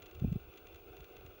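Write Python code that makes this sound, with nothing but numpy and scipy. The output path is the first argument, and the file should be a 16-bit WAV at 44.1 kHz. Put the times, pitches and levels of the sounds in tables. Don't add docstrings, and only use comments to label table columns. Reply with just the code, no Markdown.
import sys
import numpy as np
from scipy import signal
from scipy.fft import rfft, irfft
from scipy.io import wavfile
from scipy.ndimage import uniform_filter1d

SR = 44100
rng = np.random.default_rng(int(sys.argv[2]) if len(sys.argv) > 2 else 0)


def volts_from_db(level):
    exponent = np.asarray(level, float) / 20
    return 10 ** exponent


def dump_mix(stems):
    frames = np.atleast_2d(stems).T
    limited = np.clip(frames, -1, 1)
    pcm = np.round(limited * 32767).astype(np.int16)
    wavfile.write(sys.argv[1], SR, pcm)


N = 61739


def rms_one(x):
    return x / np.sqrt(np.mean(x ** 2) + 1e-20)


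def drift(rate_hz):
    block = 40
    pole = np.exp(-2 * np.pi * rate_hz * block / SR)
    settle = 2000
    noise = rng.standard_normal(N // block + settle + 2)
    slow = signal.lfilter([1], [1, -2 * pole, pole ** 2], noise)[settle:]
    return np.interp(np.arange(N) / block, np.arange(len(slow)), rms_one(slow))


def whirr():
    # centre_hz, width_hz, level_db (rms)
    resonances = [(369.7, 116, -62.5), (450, 100, -65), (621, 140, -72), (742, 50, -71), (1180, 97, -81),
                  (1396, 278, -71), (2140, 190, -81), (2430, 134, -75), (2677, 267, -72), (3100, 440, -80),
                  (3452, 220, -78.5), (3850, 250, -88), (4420, 420, -88), (5550, 500, -93),
                  (6070, 420, -89), (6800, 330, -92), (9300, 300, -102), (12200, 370, -98),
                  (13130, 300, -96), (14200, 400, -100), (15330, 400, -94)]
    shared_db = 1.37 * drift(26)
    flicker_db, flicker_hz = 0.95, 12
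    out = 0
    for centre_hz, width_hz, level_db in resonances:
        edges_hz = [centre_hz - width_hz / 2, centre_hz + width_hz / 2]
        band = signal.butter(2, edges_hz, "band", fs=SR, output="sos")
        noise = signal.sosfilt(band, rng.standard_normal(N + SR // 10))[-N:]
        gain_db = level_db + shared_db + flicker_db * drift(flicker_hz)
        out = out + volts_from_db(gain_db) * rms_one(noise)
    return out


def hiss():
    # frequency_hz, density_db (per Hz)
    spectrum = [(200, -6.5), (900, -8.5), (1800, -25), (4000, -24), (5300, -29.5), (8000, -35),
                (11500, -37), (13600, -41)]
    curve_hz, curve_db = np.transpose(spectrum)
    bin_hz = np.arange(1, N // 2 + 2) * SR / N
    shape_db = np.interp(np.log(bin_hz), np.log(curve_hz), curve_db)
    noise = irfft(rfft(rng.standard_normal(N)) * volts_from_db(shape_db), N)
    return volts_from_db(-67.5) * rms_one(noise)


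def whine():
    frequency_hz, level_db = 15634.8, -61.5
    return volts_from_db(level_db) * np.sin(2 * np.pi * frequency_hz * np.arange(N) / SR)


def wind():
    # time_s, level_db
    gusts = [(0, -68), (.045, -57), (.095, -74), (.135, -57), (.21, -52), (.37, -56.5), (.392, -62.5),
             (.49, -59), (.555, -78), (.62, -66), (.75, -60.5), (.79, -68.5), (.91, -65), (1.03, -56),
             (1.085, -75), (1.19, -61), (1.29, -60), (1.35, -72)]
    # time_s, peak_db, pitch_hz, length_cycles, direction (1 sucks, -1 pushes first)
    eddies = [(.192, -41, 90, 2, 1), (0.2248, -25, 132, 1.24, -1), (.239, -32.5, 170, 1.25, -1),
              (.2473, -21.5, 165, 1.5, -1), (.2518, -32, 230, 1.2, -1), (.2478, -35, 390, 2.8, -1),
              (.247, -47, 670, 3.0, 1), (.223, -39.5, 342, 2.3, -1), (.327, -43.5, 410, 1.4, 1),
              (0.2148, -40.5, 110, 0.93, -1), (0.258, -29.5, 68, 1.5, 1), (.272, -39.5, 190, 1.6, 1),
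              (0.278, -35, 220, 1.35, -1), (0.286, -28.5, 100, 1.27, -1), (.303, -35.5, 85, 1.3, -1),
              (.322, -25, 151, 1.3, 1), (0.3284, -30, 183, 1.47, 1), (.346, -44.5, 55, 1.4, 1),
              (0.361, -25.5, 157, 1.1, -1), (.361, -41, 368, 3.5, 1), (0.369, -34, 81.6, 1.14, -1),
              (.497, -53, 95, 1.2, 1), (0.751, -50.5, 90, 1.3, -1), (0.909, -48, 78, 0.88, 1),
              (1.001, -50.5, 139, 1.9, 1), (1.021, -54.5, 49, 1.2, 1), (1.213, -48.5, 450, 1.9, -1),
              (1.252, -48.5, 110, 1.24, -1), (1.291, -53, 65, 0.7, -1), (.2415, -42, 480, 2.4, -1),
              (.248, -53, 825, 3.0, 1), (.87, -56, 54.6, 1.3, 1), (.699, -60, 65, 1.5, -1),
              (.155, -51, 70, 2.3, 1), (.36, -54.5, 700, 3.5, 1), (.035, -54, 85, 1.5, 1),
              (.44, -56, 70, 1.5, 1), (.075, -54, 330, 3.0, 1), (.18, -55, 170, 1.5, 1)]
    even_s, lump_db, lump_hz = 0.05, 2.5, 25.8
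    t = np.arange(N) / SR

    band = signal.butter(2, [30, 85], "band", fs=SR, output="sos")
    flutter = signal.sosfilt(band, rng.standard_normal(N + SR))[-N:]
    local_rms = np.sqrt(uniform_filter1d(flutter ** 2, int(even_s * SR)))
    flutter = flutter / local_rms * volts_from_db(lump_db * drift(lump_hz))
    gust_time_s, gust_db = np.transpose(gusts)
    flutter = flutter * volts_from_db(np.interp(t, gust_time_s, gust_db))

    thumps = 0
    for time_s, peak_db, pitch_hz, length_cycles, direction in eddies:
        after_s = t - time_s
        swell = np.exp(-(2 * after_s * pitch_hz / length_cycles) ** 2)
        wave = np.sin(2 * np.pi * pitch_hz * after_s)
        thumps = thumps + volts_from_db(peak_db) * np.sign(direction) * swell * wave
    return flutter + thumps


def step_sound(modes):
    catch_s, catch_t60_s, catch_above_hz = 0.0033, 0.009, 5400
    t = np.arange(SR // 20) / SR
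    seated_s = np.maximum(t - catch_s, 0)
    out = 0
    for mode_hz, level_db, rise_s, t60_s in modes:
        loss_db = 60 * t / t60_s
        if mode_hz > catch_above_hz:
            loss_db = loss_db + 60 * seated_s / catch_t60_s
        swell = (1 - np.exp(-t / rise_s)) ** 2
        out = out + volts_from_db(level_db - loss_db) * swell * np.sin(2 * np.pi * mode_hz * t)
    return out


def lens_steps():
    # start_s, peak_db
    steps = [(.0203, -60), (.0253, -60), (.0582, -61), (.0632, -63), (.1111, -62), (.149, -62),
             (.1969, -61), (.3257, -62), (.5732, -61), (.5782, -61), (.669, -60), (.7449, -62), (.758, -63),
             (.967, -61), (1.0049, -61), (1.0428, -62), (1.1666, -60), (1.2624, -62), (.0683, -70),
             (.2727, -70), (.3416, -68), (.3564, -71), (.3993, -70), (.5372, -67), (.684, -69),
             (.8819, -72), (.9769, -69), (1.1237, -69), (1.1785, -71), (1.2084, -70), (.0957, -70),
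             (.5586, -68), (.7213, -72), (.7267, -68), (1.1014, -71), (1.3399, -72), (1.3783, -72)]
    # mode_hz, level_db, rise_s, t60_s
    housing_modes = [(1160, -2.9, .00123, .056), (1410, -1.9, .0002, .021), (2030, -1.5, .0004, .035),
                     (2170, -4, .0004, .03), (2468, 20, .00127, .0077), (2737, 4.1, .00058, .036),
                     (2833, 20, .00073, .006), (2930, -9, .001, .03), (3220, 14, .00041, .0085),
                     (3430, 2.5, .0003, .024), (3720, -3, .0003, .02), (3990, -2, .0004, .022),
                     (4330, -1, .0011, .016), (4720, -8, .0003, .022), (5260, -15, .0003, .025),
                     (5480, -13, .0003, .02)]
    # mode_hz, level_db, rise_s, t60_s
    gear_modes = [(6022, 0.2, 0.00057, 0.0195), (6250, 2.0, 0.00125, 0.0145), (6850, -5.4, 0.00051, 0.0584),
                  (7929, -3.6, 0.00197, 0.01), (8341, 7.4, 0.00157, 0.003), (9300, -11.2, 8e-05, 0.0079),
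                  (9900, -23, 0.0001, 0.008), (10839, -17.5, 0.0001, 0.0137),
                  (11797, -17.1, 0.00012, 0.0137), (12087, 14.4, 0.0019, 0.0036),
                  (12740, -0.7, 0.00272, 0.0068), (12950, -15, 0.0001, 0.009), (13300, -17, 0.0001, 0.008),
                  (14200, -16, 0.0001, 0.007), (11300, -17, 0.0001, 0.008), (10400, -17, 0.0001, 0.008),
                  (7200, -14, 0.0002, 0.01)]
    small_per_s, small_db, small_spread_db = 260, -83.5, 0.5
    step_gain_db, soft_below_db, soft_dull_db = 2, -65, -8

    strikes = (rng.random(N) < small_per_s / SR) * rng.choice([-1, 1], N)
    spread = np.clip(rng.standard_normal(N), -2, 2)
    strikes = strikes * volts_from_db(small_db + small_spread_db * spread)
    for start_s, peak_db in steps:
        strikes[int(start_s * SR)] = volts_from_db(peak_db + step_gain_db)
    teeth = strikes * np.where(strikes < volts_from_db(soft_below_db), volts_from_db(soft_dull_db), 1)
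    housing_ring = signal.fftconvolve(strikes, step_sound(housing_modes))
    gear_ring = signal.fftconvolve(teeth, step_sound(gear_modes))
    return -(housing_ring + gear_ring)[:N]


def snaps():
    # peak_s, peak_db, pitch_hz, t60_s
    snap_events = [(.373, -67, 12400, .006), (.373, -69, 13200, .005), (.966, -57, 13600, .005),
                   (.966, -66, 14700, .008), (.966, -67, 12800, .004), (.963, -69, 15745, .06),
                   (.665, -70, 15745, .06), (1.262, -77, 15745, .05), (1.005, -78, 15745, .04),
                   (.27, -70, 15050, .04), (.1, -73, 15050, .04), (.985, -75, 12300, .008),
                   (1.292, -75, 12000, .004)]
    rise_share = 0.15
    t = np.arange(N) / SR
    out = 0
    for peak_s, peak_db, pitch_hz, t60_s in snap_events:
        after_s = t - peak_s
        slope_s = t60_s * np.where(after_s > 0, 1, rise_share)
        loss_db = 60 * np.abs(after_s) / slope_s
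        out = out + volts_from_db(peak_db - loss_db) * np.sin(2 * np.pi * pitch_hz * after_s)
    return out


def birds():
    # centre_s, pitch_hz, level_db, glide_hz_per_s
    chirps = [
        (.435, 6150, -84, 4000),
        (.485, 5900, -85, 4000),
        (.518, 5850, -84, 4000),
        (.55, 6100, -88, 4000),
        (1.115, 6000, -87, 4000),
        (1.14, 6300, -87, 4000),
        (1.362, 5750, -86, -9000),
        (1.378, 5600, -84, -9000),
        (1.392, 5800, -86, -9000),
    ]
    swell_s, flutter_hz = 0.011, 150
    t = np.arange(N) / SR
    notes = 0
    for centre_s, pitch_hz, level_db, glide_hz_per_s in chirps:
        after_s = t - centre_s
        swell = np.exp(-(after_s / swell_s) ** 2)
        mean_hz = pitch_hz + glide_hz_per_s * after_s / 2
        notes = notes + volts_from_db(level_db) * swell * np.sin(2 * np.pi * mean_hz * after_s)
    return notes * (1 + np.tanh(drift(flutter_hz)))


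def scene():
    return (whirr() + hiss() + whine() + wind() + lens_steps() + snaps() + birds())[None]


def low_pass(x):
    return signal.sosfilt(signal.butter(12, 16560, fs=SR, output="sos"), x)


def record(dry):
    gap_low_hz, gap_high_hz, gap_db, cutoff_hz = 14500, 15130, -13, 15850
    bin_hz = np.arange(N // 2 + 1) * SR / N
    in_gap = (bin_hz > gap_low_hz) & (bin_hz < gap_high_hz)
    shape = np.where(in_gap, volts_from_db(gap_db), 1) * (bin_hz < cutoff_hz)
    limited = irfft(rfft(dry - whine()) * shape, N) + whine()
    dither = volts_from_db(-101) * rng.standard_normal(dry.shape)
    return low_pass(limited + dither)


dry = scene()
out = record(dry)
dump_mix(out)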